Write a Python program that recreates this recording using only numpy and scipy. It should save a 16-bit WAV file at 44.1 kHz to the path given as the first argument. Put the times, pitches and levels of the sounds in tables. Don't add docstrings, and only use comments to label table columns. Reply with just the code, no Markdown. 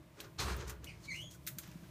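import sys
import numpy as np
from scipy import signal
from scipy.fft import rfft, irfft, next_fast_len
from scipy.io import wavfile

SR = 44100
rng = np.random.default_rng(int(sys.argv[2]) if len(sys.argv) > 2 else 0)


def persist_wave(psi):
    counts = np.round(np.clip(psi, -1, 1) * 32767).astype(np.int16)
    wavfile.write(sys.argv[1], SR, np.atleast_2d(counts).T)


N = 83790
TIME = np.arange(N) / SR
# time_s, level_db
RUMBLE_SWELL = [(0, -58.5), (0.1, -65.5), (0.24, -61.5), (0.7, -61.5), (1.0, -59), (1.2, -56.5),
                (1.38, -61), (1.5, -57.5), (1.75, -59), (1.9, -59)]


def beaks(crack_t60_s=.0016, dish_echo_s=.0031, scatter_t60_s=.089):
    # start_s, relative_level_db, tilt_db_per_octave, low_cut_hz
    cracks = [(0.2032, -22.5, -9.5, 3150), (0.2068, -36, 9, 4000), (0.5649, -37.5, 5, 1200),
              (0.6795, -57, -10, 2500), (0.695, -39, 2, 1100), (0.6974, -32.5, -1.5, 1200),
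              (0.7127, -63, 4, 1200), (0.844, -35.5, -2.5, 2400), (1.4665, -28, 4, 1490),
              (1.4702, -25.5, 21, 1500), (1.4742, -26.5, -2, 1270), (1.4771, -28.5, 4, 1210),
              (1.4815, -31.5, 0, 1200), (1.486, -34, 4, 1530), (1.4932, -45, 16, 1500),
              (1.5805, -48.5, -5, 1490), (1.5855, -26.5, 1.5, 1100), (1.5892, -35, 0.5, 1140),
              (1.598, -46, 2, 1500), (1.6755, -44, 20, 3040), (1.715, -42, -6.5, 2020)]
    # frequency_hz, gain_db
    crack_eq = [(500, -48), (950, -18), (1400, 1.5), (2300, -1.5), (3000, -5.5), (4000, -1.5), (5000, -7.5),
                (6500, -0.5), (10500, -5.5), (13000, 0.5), (15000, -3)]
    out, size = np.zeros(2 * N), SR // 10
    for start_s, db, tilt, low_cut_hz in cracks:
        snap = burst(crack_t60_s)
        dish_echo = from_db(-3.5) * delayed(burst(crack_t60_s), dish_echo_s)
        scatter = from_db(1) * burst(scatter_t60_s)
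        low_cut = signal.butter(4, low_cut_hz, "high", fs=SR, output="sos")
        hit = signal.sosfilt(low_cut, snap + dish_echo + scatter)
        start = int(start_s * SR)
        out[start:start + size] += 2 * from_db(db + 2) * colour(hit[:size], crack_eq, tilt)
    return room(out[:N], wet_db=-11, t60_s=.24)


def husks(grains_per_s=2500):
    # time_s, level_db
    sifting = [(0, -76.5), (0.3, -71), (0.8, -75), (1.0, -73), (1.39, -73), (1.44, -68), (1.56, -68),
               (1.7, -68.5), (1.9, -67.5)]
    # frequency_hz, gain_db
    sifting_eq = [(1500, -1), (4000, 0), (9000, -0.5), (15000, -0.5)]
    # peak_s, level_db, rise_s, fall_s, tilt_db_per_octave
    rustles = [(0.205, -55.5, 0.029, 0.014, -7), (0.247, -53.5, 0.021, 0.018, -8),
               (0.61, -50.5, 0.033, 0.033, -6.5), (0.681, -49, 0.0074, 0.0098, -2),
               (0.702, -49, 0.01, 0.012, 1), (0.842, -54.5, 0.012, 0.016, -9.5),
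               (0.89, -62, 0.029, 0.13, -8), (1.056, -56, 0.027, 0.015, -2.5),
               (1.163, -55, 0.041, 0.039, -1), (1.22, -59, 0.024, 0.014, 8),
               (1.313, -54.5, 0.006, 0.026, 1), (1.348, -59, 0.021, 0.014, 7.5),
               (1.637, -56, 0.014, 0.028, -5), (1.665, -58, 0.0064, 0.051, -7.5),
               (1.715, -66, 0.016, 0.25, -7.5), (1.842, -64, 0.023, 0.051, -8)]
    # frequency_hz, gain_db
    husk_eq = [(300, -16), (800, -9), (1500, -1.5), (2800, 0.5), (4300, 2.5), (6500, 7.5), (10000, -3),
               (15000, -4.5)]
    out = level(sifting) * noise(sifting_eq)
    for peak_s, db, rise_s, fall_s, tilt in rustles:
        grains = rms_one((rng.random(N) < grains_per_s / SR) * rng.standard_normal(N))
        rub = rms_one(rng.standard_normal(N) + from_db(-1) * grains)
        swell = np.exp(-np.maximum((peak_s - TIME) / rise_s, (TIME - peak_s) / fall_s))
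        out += from_db(db) * swell * colour(rub, husk_eq, tilt)
    return out


def wings():
    # time_s, level_db
    swish = [(0.372, -105), (0.388, -42), (0.402, -39), (0.43, -45.5), (0.46, -53), (0.505, -52),
             (0.535, -52), (0.565, -71), (0.66, -63.5)]
    sizzle = [(0.382, -78), (0.405, -46), (0.45, -53.5), (0.51, -55.5), (0.56, -63)]
    flutter = [(0.375, -74), (0.393, -43), (0.425, -42), (0.452, -46.5), (0.495, -42), (0.565, -52),
               (0.625, -55), (0.66, -60), (0.71, -54), (0.8, -75)]
    push = [(0.378, -56), (0.398, -41.5), (0.48, -37), (0.56, -42), (0.64, -45), (0.76, -53), (0.89, -51.5),
            (1.0, -69)]
    # frequency_hz, gain_db
    swish_eq = [(1000, -34), (2000, -3), (2900, -5), (4300, 5), (5000, -0.5), (6500, 0.5), (8000, -14.5),
                (10500, -22), (15500, -22)]
    sizzle_eq = [(5000, -1.5), (8000, 5), (9500, 3.5), (10400, -2), (11500, 0), (14000, -2), (15300, -15)]
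    flutter_eq = [(150, -13.5), (270, -2), (380, 6), (520, -6), (800, 3), (1120, 7), (1700, 1),
                  (2600, -3.5), (5000, -13), (12000, -43)]
    push_eq = [(20, -23), (40, -23), (56, 3), (72, 7), (95, -10), (123, -3), (148, -24.5), (185, -7.5),
               (240, -22), (400, -17), (1500, -57.5)]
    feathers = level(swish) * noise(swish_eq) + level(sizzle) * noise(sizzle_eq)
    return feathers + level(flutter) * noise(flutter_eq) + level(push) * noise(push_eq)


def calls():
    # time_s, pitch_hz, level_db
    chirp = [(0.863, 2150, -59), (0.87, 2344, -56), (0.874, 2757, -48.5), (0.884, 2545, -57),
             (0.895, 2340, -51.5), (0.906, 2140, -60), (0.915, 2040, -68)]
    lead_in = [(1.035, 4530, -67), (1.048, 4330, -59), (1.058, 3850, -57), (1.066, 4250, -74)]
    # time_s, pitch_hz, level_db, reediness_db
    whistle = [(1.07, 2253, -67.5, -12), (1.088, 2294, -45, -8), (1.102, 2162, -46.5, -0.5),
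               (1.116, 2082, -41.5, 1), (1.128, 2126, -44.5, -5), (1.141, 2250, -45, -29),
               (1.15, 2716, -51.5, -10), (1.168, 2875, -52.5, -4), (1.2, 2933, -48.5, -8),
               (1.217, 3140, -51.5, -1.5), (1.24, 3392, -55, -3), (1.262, 3340, -59, 1.5),
               (1.286, 3203, -59.5, -3), (1.305, 3330, -67, 0)]
    chirp_overtones = [-11, -22, -13]
    whistle_overtones = [-8.5, -14.5, -21]
    # delay_s, gain_db
    walls = [(.011, -7.5), (.019, -8), (.03, -14), (.047, -10)]
    voice = (bird_note(chirp, chirp_overtones, jitter=.065) + bird_note(lead_in, [])
             + bird_note(whistle, whistle_overtones))
    echoes = sum(from_db(db) * delayed(voice, delay_s) for delay_s, db in walls)
    return room(voice, wet_db=-1, t60_s=.23) + echoes


def bird_note(contour, overtones_db, jitter=.0139, throb_hz=139.2):
    # frequency_hz, gain_db
    throat_eq = [(4400, -1), (5700, 0), (6600, 3), (8500, -0.5), (9800, -8.5)]
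    time_s, hz, db, *reediness_db = np.transpose(contour)
    pitch = np.interp(TIME, time_s, hz)
    phase = 2 * np.pi * np.cumsum(pitch * (1 + jitter * waver(hz=168))) / SR
    bite = from_db(np.interp(TIME, time_s, reediness_db[0])) if reediness_db else 1
    tone = np.sin(phase)
    for harmonic, overtone_db in enumerate(overtones_db, 2):
        throat_db = np.interp(harmonic * pitch, *np.transpose(throat_eq))
        tone += bite * from_db(overtone_db + throat_db) * np.sin(harmonic * phase)
    throb = 1 + .4 * np.sin(2 * np.pi * throb_hz * TIME + waver(hz=8.6))
    rasp = 1 + .087 * waver(hz=200)
    return level(np.c_[time_s, db]) * throb * rasp * tone


def knocks(rise_s=.0069):
    # start_s, level_db, pitch_hz
    hits = [(0.203, -54, 1603), (0.396, -36, 77.5), (0.583, -52.5, 379), (0.624, -46.5, 460),
            (1.235, -55, 600), (1.346, -60.5, 1475), (1.567, -46, 183), (1.682, -46.5, 152),
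            (1.753, -41.5, 162), (1.825, -45, 175), (1.834, -60, 1570)]
    out = np.zeros(N)
    for start_s, db, hz in hits:
        age = np.maximum(TIME - start_s, 0)
        swell = (age / rise_s * np.exp(1 - age / rise_s)) ** 2
        phase = 2 * np.pi * (hz * age + rng.random()) + .5 * waver(hz / 4)
        out += from_db(db) * swell * np.sin(phase)
    return out


def resonances(t60_s=.22):
    # peak_s, relative_level_db, width_s
    jolts = [(0.189, -52.5, 0.017), (0.255, -50, 0.015), (0.41, -48.5, 0.01), (0.507, -44.5, 0.046),
             (0.612, -50, 0.021), (0.686, -52, 0.048)]
    # pitch_hz, gain_db
    modes = [(328, -7), (372, 0), (424, 2), (560, -1.5), (1056, -6), (1184, -10), (1398, -8), (1454, -4.5),
             (1590, -9), (4349, -23)]
    out = np.zeros(N)
    decay = from_db(-60 / (t60_s * SR))
    for peak_s, db, width_s in jolts:
        push = np.exp(-.5 * ((TIME - peak_s) / width_s) ** 2) + 1e-9
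        for hz, mode_db in modes:
            poles = [1, -2 * decay * np.cos(2 * np.pi * hz / SR), decay ** 2]
            ring = signal.lfilter([1, 0, -1], poles, push * rng.standard_normal(N))
            out += .5 * from_db(db + mode_db) * ring / np.abs(ring).max()
    return out


def room_tone():
    # frequency_hz, gain_db
    air_eq = [(20, -32), (60, 8.5), (200, -6.5), (330, 5.5), (420, -8.5), (630, 3.5), (780, -11.5),
              (1000, -2), (1400, -12), (2000, -9), (4000, -18), (8000, -27.5), (15000, -36.5)]
    rumble_eq = [(20, -78), (42, -43), (63, 3.5), (90, -6), (125, 9.5), (165, 3), (220, -19.5), (270, -13),
                 (325, -1), (420, -25.5), (1200, -69.5)]
    return from_db(-65.5) * noise(air_eq) + level(RUMBLE_SWELL) * noise(rumble_eq) + drones()


def drones():
    # pitch_hz, level_db, width_hz
    modes = [(63.1, -66, 6.2), (116, -63, 37), (166.3, -63, 18), (322.6, -72.5, 7.3)]
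    out = np.zeros(N)
    for hz, db, width_hz in modes:
        b, a = signal.iirpeak(hz, hz / width_hz, fs=SR)
        ring = signal.lfilter(b, a, rng.standard_normal(N + SR // 4))[-N:]
        out += from_db(db) * rms_one(ring)
    return out * rms_one(level(RUMBLE_SWELL))


def room(x, wet_db, t60_s):
    return x + from_db(wet_db) * signal.fftconvolve(x, burst(t60_s, delay_s=.0019))[:N]


def from_db(db):
    return 10 ** (np.asarray(db) / 20)


def rms_one(x):
    return x / np.sqrt(np.mean(x ** 2) + 1e-20)


def level(envelope):
    time_s, db = np.transpose(envelope)
    return from_db(np.interp(TIME, time_s, db, left=-150, right=-150))


def colour(x, eq, tilt=0):
    size = 2 * next_fast_len(len(x))
    octave = np.log2(np.maximum(np.fft.rfftfreq(size, 1 / SR), 10))
    hz, db = np.transpose(eq)
    tilt_db = tilt * np.clip(octave, np.log2(hz[0]), np.log2(hz[-1]))
    gain = from_db(np.interp(octave, np.log2(hz), db) + tilt_db)
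    cepstrum = irfft(np.log(rms_one(gain)))
    cepstrum[1:size // 2] *= 2
    cepstrum[size // 2 + 1:] = 0
    return irfft(rfft(x, size) * np.exp(rfft(cepstrum)))[:len(x)]


def noise(eq):
    return rms_one(colour(rng.standard_normal(N), eq))


def burst(t60_s, delay_s=0):
    x = rng.standard_normal(N) * from_db(-60 * np.minimum(TIME / t60_s, 10)) * (TIME >= delay_s)
    return x / np.sqrt(np.sum(x ** 2))


def waver(hz):
    return rms_one(signal.sosfilt(signal.butter(2, hz, fs=SR, output="sos"), rng.standard_normal(N)))


def delayed(x, delay_s):
    return np.interp(TIME - delay_s, TIME, x, left=0)


def scene():
    return (beaks() + husks() + wings() + resonances() + knocks() + calls() + room_tone())[None]


def record(dry):
    cutoff_hz = 15300
    return signal.sosfilt(signal.ellip(10, .2, 60, cutoff_hz, fs=SR, output="sos"), dry)


dry = scene()
out = record(dry)
persist_wave(out)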